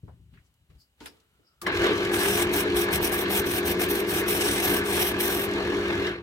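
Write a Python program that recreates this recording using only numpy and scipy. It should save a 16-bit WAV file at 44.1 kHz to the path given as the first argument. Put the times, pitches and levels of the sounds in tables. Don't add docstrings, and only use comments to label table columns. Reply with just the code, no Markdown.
import sys
import numpy as np
from scipy import signal
from scipy.fft import rfft, irfft, next_fast_len
from scipy.io import wavfile
from scipy.ndimage import uniform_filter1d, map_coordinates

SR = 44100
rng = np.random.default_rng(int(sys.argv[2]) if len(sys.argv) > 2 else 0)


def makeup_ratio(level_db):
    decades = np.asarray(level_db, float) / 20
    return 10 ** decades


def generate_wav(sig):
    pcm = np.round(np.clip(np.atleast_2d(sig).T, -1, 1) * 32767).astype(np.int16)
    wavfile.write(sys.argv[1], SR, pcm)


N = 274698
T = np.arange(N) / SR
LEAD_S = 6.95 / 44100


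def unit(x):
    return x / np.sqrt(np.mean(x ** 2) + 1e-20)


def along(points, hz):
    f, v = np.transpose(points)
    return np.interp(np.log(hz + 1), np.log(f + 1), v)


def colour(points):
    closed = [(points[0][0] * .8, -120), *points, (points[-1][0] * 1.2, -120)]
    return lambda hz: makeup_ratio(along(closed, hz))


def curve(rows, fade):
    s, db = np.transpose(rows)
    return np.interp(T, np.r_[s[0] - fade, s, s[-1] + fade], np.r_[-110, db, -110])


def wobble(rate):
    return map_coordinates(rng.standard_normal(int(N * rate / SR) + 4), [np.arange(N) * rate / SR])


def ramp(start, length):
    return np.clip((T - start) / length, 0, 1)


def burst(start, rise, t60):
    return ramp(start, rise) ** 2 * makeup_ratio(-60 * np.maximum(T - start - rise, 0) / t60)


def wandering_tone(hz, wander_hz):
    return np.sin(2 * np.pi * (hz * T + np.cumsum(wander_hz * wobble(30)) / SR))


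def patchy_noise(patchy_db):
    cells = (N // 256 + 2, 257)
    z = rng.standard_normal((3, *cells)) + 1j * rng.standard_normal((3, *cells))
    field = uniform_filter1d(rng.standard_normal(cells), size=8, axis=0)
    field = uniform_filter1d(field, size=5, axis=1)
    frames = irfft(z * makeup_ratio(patchy_db * unit(field))) * np.sin(np.pi * np.arange(512) / 512)
    return (frames[:, :-1, 256:] + frames[:, 1:, :256]).reshape(3, -1)[:, :N]


# (frequency [Hz], likeness [0-1])
LIKENESS = [(60, .99), (450, .95), (650, .6), (1000, .55), (2500, .55), (4000, .35), (8000, .35),
            (12000, .4), (14500, .6)]


def ports(gain, pan, patchy_db, shape=1):
    size = next_fast_len(N + 8192)
    hz = np.fft.rfftfreq(size, 1 / SR)
    both, *own = rfft(patchy_noise(patchy_db) * shape, size)
    alike = np.clip(along(LIKENESS, hz), 0, 1)
    sign = np.array([[1], [-1]])
    shared = np.sqrt(alike) * both * np.exp(1j * np.pi * hz * LEAD_S * sign)
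    pair = shared + np.sqrt(1 - alike) * np.array(own)
    pair = pair * gain(hz) * makeup_ratio(sign * along(pan, hz) / 2)
    return unit(irfft(pair, size)[:, :N])


CENTRE = [(1000, 0)]

# (frequency [Hz], level [dB per Hz])
ROOM_COLOUR = [(120, -33), (200, -1.5), (773, -5.5), (917, -5), (999, -5.5), (3970, -7.5), (4640, -12),
               (6000, -20), (7800, -54), (13200, -120)]


def room(stir):
    return (makeup_ratio(-78) + makeup_ratio(3.0) * stir) * ports(colour(ROOM_COLOUR), CENTRE, patchy_db=0.0)


# (frequency [Hz], level [dB per Hz])
HISS_COLOUR = [(1760, -38), (3000, 3), (3310, -21), (8110, -7), (12900, -12), (16000, -9)]


def microphone_hiss(stir):
    return (makeup_ratio(-79) + makeup_ratio(0.5 - 5.5) * stir) * ports(colour(HISS_COLOUR), CENTRE, patchy_db=.7)


# (time [s], thud level [dB], stir of the room [dB], rise [s], t60 [s])
STEP_EVENTS = [
    (.028, -47, -81, .006, 0.46),
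    (.068, -41, -84, .018, 0.14),
    (.126, -54.5, -99, 0.022, 1.1),
    (.305, -55, -75, 0.036, .25),
    (.37, -69, -86, 0.018, 0.61),
    (.685, -55, -80, 0.018, 0.41),
    (.735, -57, -80, 0.022, 0.14),
    (.960, -62, -61, 0.081, 0.58),
    (1.260, -74, -86, 0.099, 1.7),
]


def movements():
    floor, stir = np.zeros(N), np.zeros(N)
    for s, thud_db, stir_db, rise, t60 in STEP_EVENTS:
        swell = burst(s, rise, t60)
        floor += makeup_ratio(thud_db) * swell
        stir += makeup_ratio(stir_db) * swell
    return floor, stir


# (frequency [Hz], level [dB per Hz])
FLOOR_COLOUR = [(25, -22), (60, 3), (110, -1), (170, -7), (260, -18), (420, -23)]


def footfalls(floor):
    hush = makeup_ratio(-74)
    return (floor * makeup_ratio(0.99 * wobble(25)) + hush) * ports(colour(FLOOR_COLOUR), [(100, 3.3)], patchy_db=2.5)


def puffs(rows, rise):
    out, size = np.zeros((2, N + SR)), SR // 2
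    t, hz = np.arange(size) / SR, np.fft.rfftfreq(size, 1 / SR) + 1
    swell = np.sin(np.pi / 2 * np.clip(t / rise, 0, 1)) ** 2
    for s, db, centre_hz, octaves, t60 in rows:
        both, left, right = rng.standard_normal((3, size))
        band = np.exp(-.5 * (np.log2(hz / centre_hz) / octaves) ** 2)
        puff = irfft(rfft([both + 2.3 * left, both + 1.8 * right]) * band)
        decay = makeup_ratio(db - 60 * np.maximum(t - rise, 0) / t60)
        out[:, round(s * SR):][:, :size] += decay * swell * unit(puff)
    return out[:, :N]


# (time [s], level [dB], centre [Hz], width [octaves], t60 [s])
KNOCK_EVENTS = [(0.032, -51, 200, 0.7, 0.22), (.079, -52, 596, 0.8, 0.19), (.205, -69, 250, .99, .11),
                (.7, -64, 298, 0.69, .28), (1.39, -66, 330, .51, 0.37), (1.056, -42.5, 2600, 0.85, 0.13),
                (1.057, -40.5, 1270, 1.05, 0.092), (1.066, -51, 5100, .11, 0.15),
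                (1.199, -64, 4000, .82, .06), (1.614, -39, 4000, 2.5, .12), (1.625, -46, 550, 0.78, .5),
                (6.065, -35, 3200, 0.77, .056)]


def knocks():
    return puffs(KNOCK_EVENTS, rise=0.0029)


# (time [s], level [dB], centre [Hz], width [octaves], t60 [s])
TICK_EVENTS = [(.337, -64, 1900, 0.65, 0.27), (.372, -57, 1800, .45, .12), (.539, -69, 6000, 1.3, .04),
               (.699, -66, 1300, 1.3, 0.16), (1.003, -50.5, 2460, 1.06, 0.29),
               (1.058, -44.5, 9800, .31, 0.1), (1.168, -66, 3000, 1.1, .04),
               (1.665, -38.5, 4000, 1.1, .088), (1.845, -49, 9000, 1, .02), (1.866, -49, 5000, 1.6, .033),
               (2.048, -39, 4500, 1, .05)]


def ticks():
    return puffs(TICK_EVENTS, rise=0.0019)


# (time [s], level [dB], centre [Hz], width [octaves], t60 [s])
RUSTLE_EVENTS = [
    (.42, -74, 6000, .6, .1),
    (.77, -63, 4800, .13, .17),
    (.77, -70, 6000, 0.64, .15),
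    (.76, -71, 14000, 0.48, .3),
    (1.01, -61, 8000, .7, .11),
    (1.43, -67.5, 5000, 0.11, .25),
]


def rustles():
    return puffs(RUSTLE_EVENTS, rise=0.051)


# (frequency [Hz], level [dB], t60 [s])
COVER_MODES = [(284, 0, 0.39), (425, -5, 0.53), (906, -4.5, 0.27), (1450, -8, 0.18), (4850, -12, .06)]
BUTTON_MODES = [(1180, -1.5, 0.14), (4500, -7, 0.048), (10300, -4, .03)]
CONTACTOR_MODES = [(1220, -25, .07), (1720, -5, 0.091), (2030, 0.5, 0.039), (3120, -11, 0.069),
                   (5500, -19, 0.079)]
# (time [s], level [dB])
SWITCH_BLOWS = [
    (1.008, -44),
    (1.616, -34.5),
    (1.664, -18.5),
    (6.074, -25),
]


def switch():
    out, t = np.zeros((2, N + SR)), np.arange(SR // 2) / SR
    struck = (COVER_MODES, BUTTON_MODES, CONTACTOR_MODES, CONTACTOR_MODES)
    for (s, db), modes in zip(SWITCH_BLOWS, struck):
        drift = np.cumsum(rng.normal(0, 0.072, (2, len(t))), axis=1)
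        ring = sum(makeup_ratio(level - 60 * t / t60) * np.sin(2 * np.pi * hz * t + drift) for hz, level, t60 in modes)
        onset = 1 - np.exp(-t / 0.00082)
        out[:, round(s * SR):][:, :len(t)] += makeup_ratio(db) * ring * onset
    return out[:, :N]


# (time [s], level [dB])
PIPE_LEVEL = [(1.08, -88), (1.2, -80), (1.35, -81), (1.5, -76), (1.62, -75)]


def far_pipe():
    resonance = lambda hz: 1 / (1 + (2 * (hz - 1345) / 190) ** 2)
    return makeup_ratio(curve(PIPE_LEVEL, fade=.05)) * ports(resonance, CENTRE, patchy_db=2.5)


def spindle():
    turns_per_s, start_turns = 43.05, -.35
    turns = turns_per_s * T + start_turns + .07 * wobble(25)
    return (.5 + .5 * np.cos(2 * np.pi * turns)) ** 2


# (frequency [Hz], left over right [dB])
MACHINE_PAN = [(400, 1.9), (1200, 1.5), (3000, 0), (7800, -2), (8600, 9.5), (12000, 1.5), (15000, 4)]

# (frequency [Hz], level [dB], wander [Hz], flutter [dB])
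HUM_LINES = [(200, -8, 5, 1.5), (296, -10, 11, 3), (351, 0, 4.5, 1.5), (404, -2.5, 8, 2)]
# (frequency [Hz], level [dB per Hz])
DRUM_COLOUR = [(170, -10), (230, -10.5), (300, 0), (380, 3), (460, -0.5), (520, -13.5), (600, -49)]


def hum(turn):
    lines = sum(makeup_ratio(db + flutter_db * wobble(11)) * wandering_tone(hz, wander)
                for hz, db, wander, flutter_db in HUM_LINES)
    drum = ports(colour(DRUM_COLOUR), MACHINE_PAN, patchy_db=-2.5, shape=makeup_ratio(1.35 * turn))
    return unit(0.8 * unit(lines) * makeup_ratio([[.6], [-.6]]) + 0.59 * drum)


# (frequency [Hz], level [dB per Hz])
RUMBLE_COLOUR = [(15, -47), (25, -20.5), (64, 0), (102, -1), (161, -8.5), (175, -2.5), (230, -9),
                 (390, -120)]


def rumble(load_db):
    level_db = -39.5 + 0.59 * load_db + 1 * wobble(14)
    return makeup_ratio(level_db) * ports(colour(RUMBLE_COLOUR), [(100, .3)], patchy_db=1.5)


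# (frequency [Hz], level [dB per Hz])
RATTLE_COLOUR = [(280, -31), (480, -2), (657, -6), (1150, -4), (1320, -7), (1720, -1), (1950, -9),
                 (2090, -4), (4230, -13), (7000, -45), (9100, -49), (15400, -120)]
# (frequency [Hz], width [Hz], level [dB])
PANEL_MODES = [(640, 40, 0), (1147, 32, 3), (1565, 70, 1), (1690, 30, 3), (2125, 50, 0)]


def rattle(turn, load_db):
    shake = makeup_ratio(-31.5 + 1.2 * load_db + 1.04 * wobble(14))
    shake = shake + makeup_ratio(-31) * burst(1.664, 0.0036, t60=.6)
    ringing = lambda hz: 1 + sum(makeup_ratio(db) / (1 + (2 * (hz - c) / w) ** 2) for c, w, db in PANEL_MODES) * .5
    clatter = makeup_ratio(1.77 * turn * np.exp(0.64 * wobble(43)) + 0.9 * wobble(12))
    steel = lambda hz: colour(RATTLE_COLOUR)(hz) * ringing(hz)
    return shake * ports(steel, MACHINE_PAN, patchy_db=2.0, shape=clatter)


# (frequency [Hz], level [dB], wander [Hz])
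WHINE_LINES = [(639, -50, 8), (1148, -50, 9), (1689, -49, 9), (1780, -52, 14)]


def whine():
    lines = sum(makeup_ratio(db + 3.5 * wobble(9)) * wandering_tone(hz, wander) for hz, db, wander in WHINE_LINES)
    return np.array([lines, np.roll(lines, round(LEAD_S * SR))])


# (time [s], hum level [dB])
MOTOR_LOAD = [(1.62, -54), (1.67, -35), (1.86, -24.5), (1.94, -28), (2.76, -28), (2.79, -28), (2.84, -29),
              (4.66, -29), (4.71, -26.5), (4.88, -31), (4.9, -28.5), (5.85, -29), (5.91, -28),
              (6.06, -27.5), (6.2, -42), (6.23, -52)]


def motor(turn):
    hum_db = curve(MOTOR_LOAD, fade=.008)
    load_db = hum_db + 29
    shaken = (hum_db > -100) * rumble(load_db)
    return makeup_ratio(load_db) * whine() + shaken + makeup_ratio(hum_db + 0.98) * hum(turn) + rattle(turn, load_db)


# (time [s], level [dB])
CHIP_GUSTS = [
    (1.775, -49),
    (1.845, -46),
    (1.870, -45),
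    (1.978, -50),
    (2.052, -48),
]


def air_level():
    on_s, off_s, coast_db_per_s = 1.71, 6.076, 195
    coast_db = coast_db_per_s * np.maximum(T - off_s, 0)
    steady = ramp(on_s, .063) * makeup_ratio(-50 + 0.58 * wobble(15) - coast_db)
    flung = sum(makeup_ratio(db - np.maximum(200 * (s - T), 900 * (T - s))) for s, db in CHIP_GUSTS)
    return steady + flung * ramp(on_s, .01)


# (frequency [Hz], level [dB per Hz])
WHIRR_COLOUR = [(3240, -16.5), (5500, -4.5), (9030, -16), (10600, -16), (15000, -20), (16000, -19)]


def spindle_air(turn):
    pulse = makeup_ratio(4 * turn ** 2 * np.exp(.3 * wobble(43)))
    return air_level() * ports(colour(WHIRR_COLOUR), MACHINE_PAN, patchy_db=.7, shape=pulse)


# (time [s], length [s], level [dB], change over the stroke [dB], brightness [dB])
TOOL_STROKES = [(2.112, 0.3485, -37.5, 4, -1), (2.513, 0.13, -37.5, 3.5, 1.5), (2.742, 0.12, -37, 1.5, 2),
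                (2.907, 0.084, -36.5, 4, 1), (3.007, 0.1, -39.5, 3.5, 5), (3.107, 0.078, -34.5, -10, 5),
                (3.156, 0.094, -45.5, 10, 5.5), (3.282, 0.14, -42, 12, 4.5), (3.442, 0.17, -44, 9, 3.5),
                (3.638, 0.11, -42, 6, 5), (3.784, 0.085, -38.5, 4.5, 3), (3.882, 0.063, -35, -0.5, 6.5),
                (3.927, 0.11, -39.5, -6, 4.5), (4.064, 0.17, -41, 4.5, 3.5), (4.261, 0.15, -36, -2, 3),
                (4.391, 0.25, -32.5, -5, -3.5), (4.611, 0.21, -33.5, -7.5, 3.5), (4.830, 0.17, -47, 15, -1),
                (4.972, 0.16, -33.5, -5.5, 4.5), (5.184, 0.3, -35, -10.5, 5)]


def strokes():
    bite_s, lift_s, edge_db = 0.023, 0.031, 21
    pressure, bright = np.full(N, 1e-7), 0
    for s, length, db, change_db, bright_db in TOOL_STROKES:
        touch = np.minimum(ramp(s, bite_s), 1 - ramp(s + length - lift_s, lift_s))
        gain = (touch > 0) * makeup_ratio(db + change_db * ramp(s, length) - edge_db * (1 - touch))
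        pressure = pressure + gain
        bright = bright + gain * bright_db
    return pressure, bright / pressure


# (frequency [Hz], level [dB per Hz])
GRIT_COLOUR = [(550, -35), (700, 6), (1100, -6.5), (2500, 2), (3600, 0), (4800, -8.5), (5600, -1.5),
               (7200, -11.5), (8200, -1.5), (9500, -0.5), (10800, -6), (12300, -2.5), (15600, -3),
               (16000, -17.5)]
# (frequency [Hz], left over right [dB])
TOOL_PAN = [(3000, -1), (7000, -2), (8500, 3.5), (10800, 6), (12000, 4), (15000, 1)]


def tool(turn):
    pressure, bright_db = strokes()
    edge = makeup_ratio(np.clip(bright_db - 2.0, -6, 6))
    grains = makeup_ratio(2.7 * turn * np.exp(0.39 * wobble(43)) + 1.32 * wobble(70) + 1.1 * wobble(900))
    rub = ports(colour(GRIT_COLOUR), TOOL_PAN, patchy_db=2.0, shape=grains)
    dull = signal.sosfiltfilt(signal.butter(6, 10800, fs=SR, output="sos"), rub)
    return makeup_ratio(8.5) * pressure * (dull + edge * (rub - dull))


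def scene():
    floor, stir = movements()
    workshop = room(stir) + microphone_hiss(stir) + footfalls(floor) + far_pipe()
    handling = knocks() + ticks() + rustles() + switch()
    turn = spindle()
    return workshop + handling + motor(turn) + spindle_air(turn) + tool(turn)


def top_cut(x):
    return signal.sosfilt(signal.butter(12, 16740, fs=SR, output="sos"), x)


def record(dry):
    top_hz, size = 15950, next_fast_len(N)
    passed = np.fft.rfftfreq(size, 1 / SR) < top_hz
    mix = irfft(rfft(dry, size) * passed, size)[:, :N]
    return top_cut(mix)


dry = scene()
out = record(dry)
generate_wav(out)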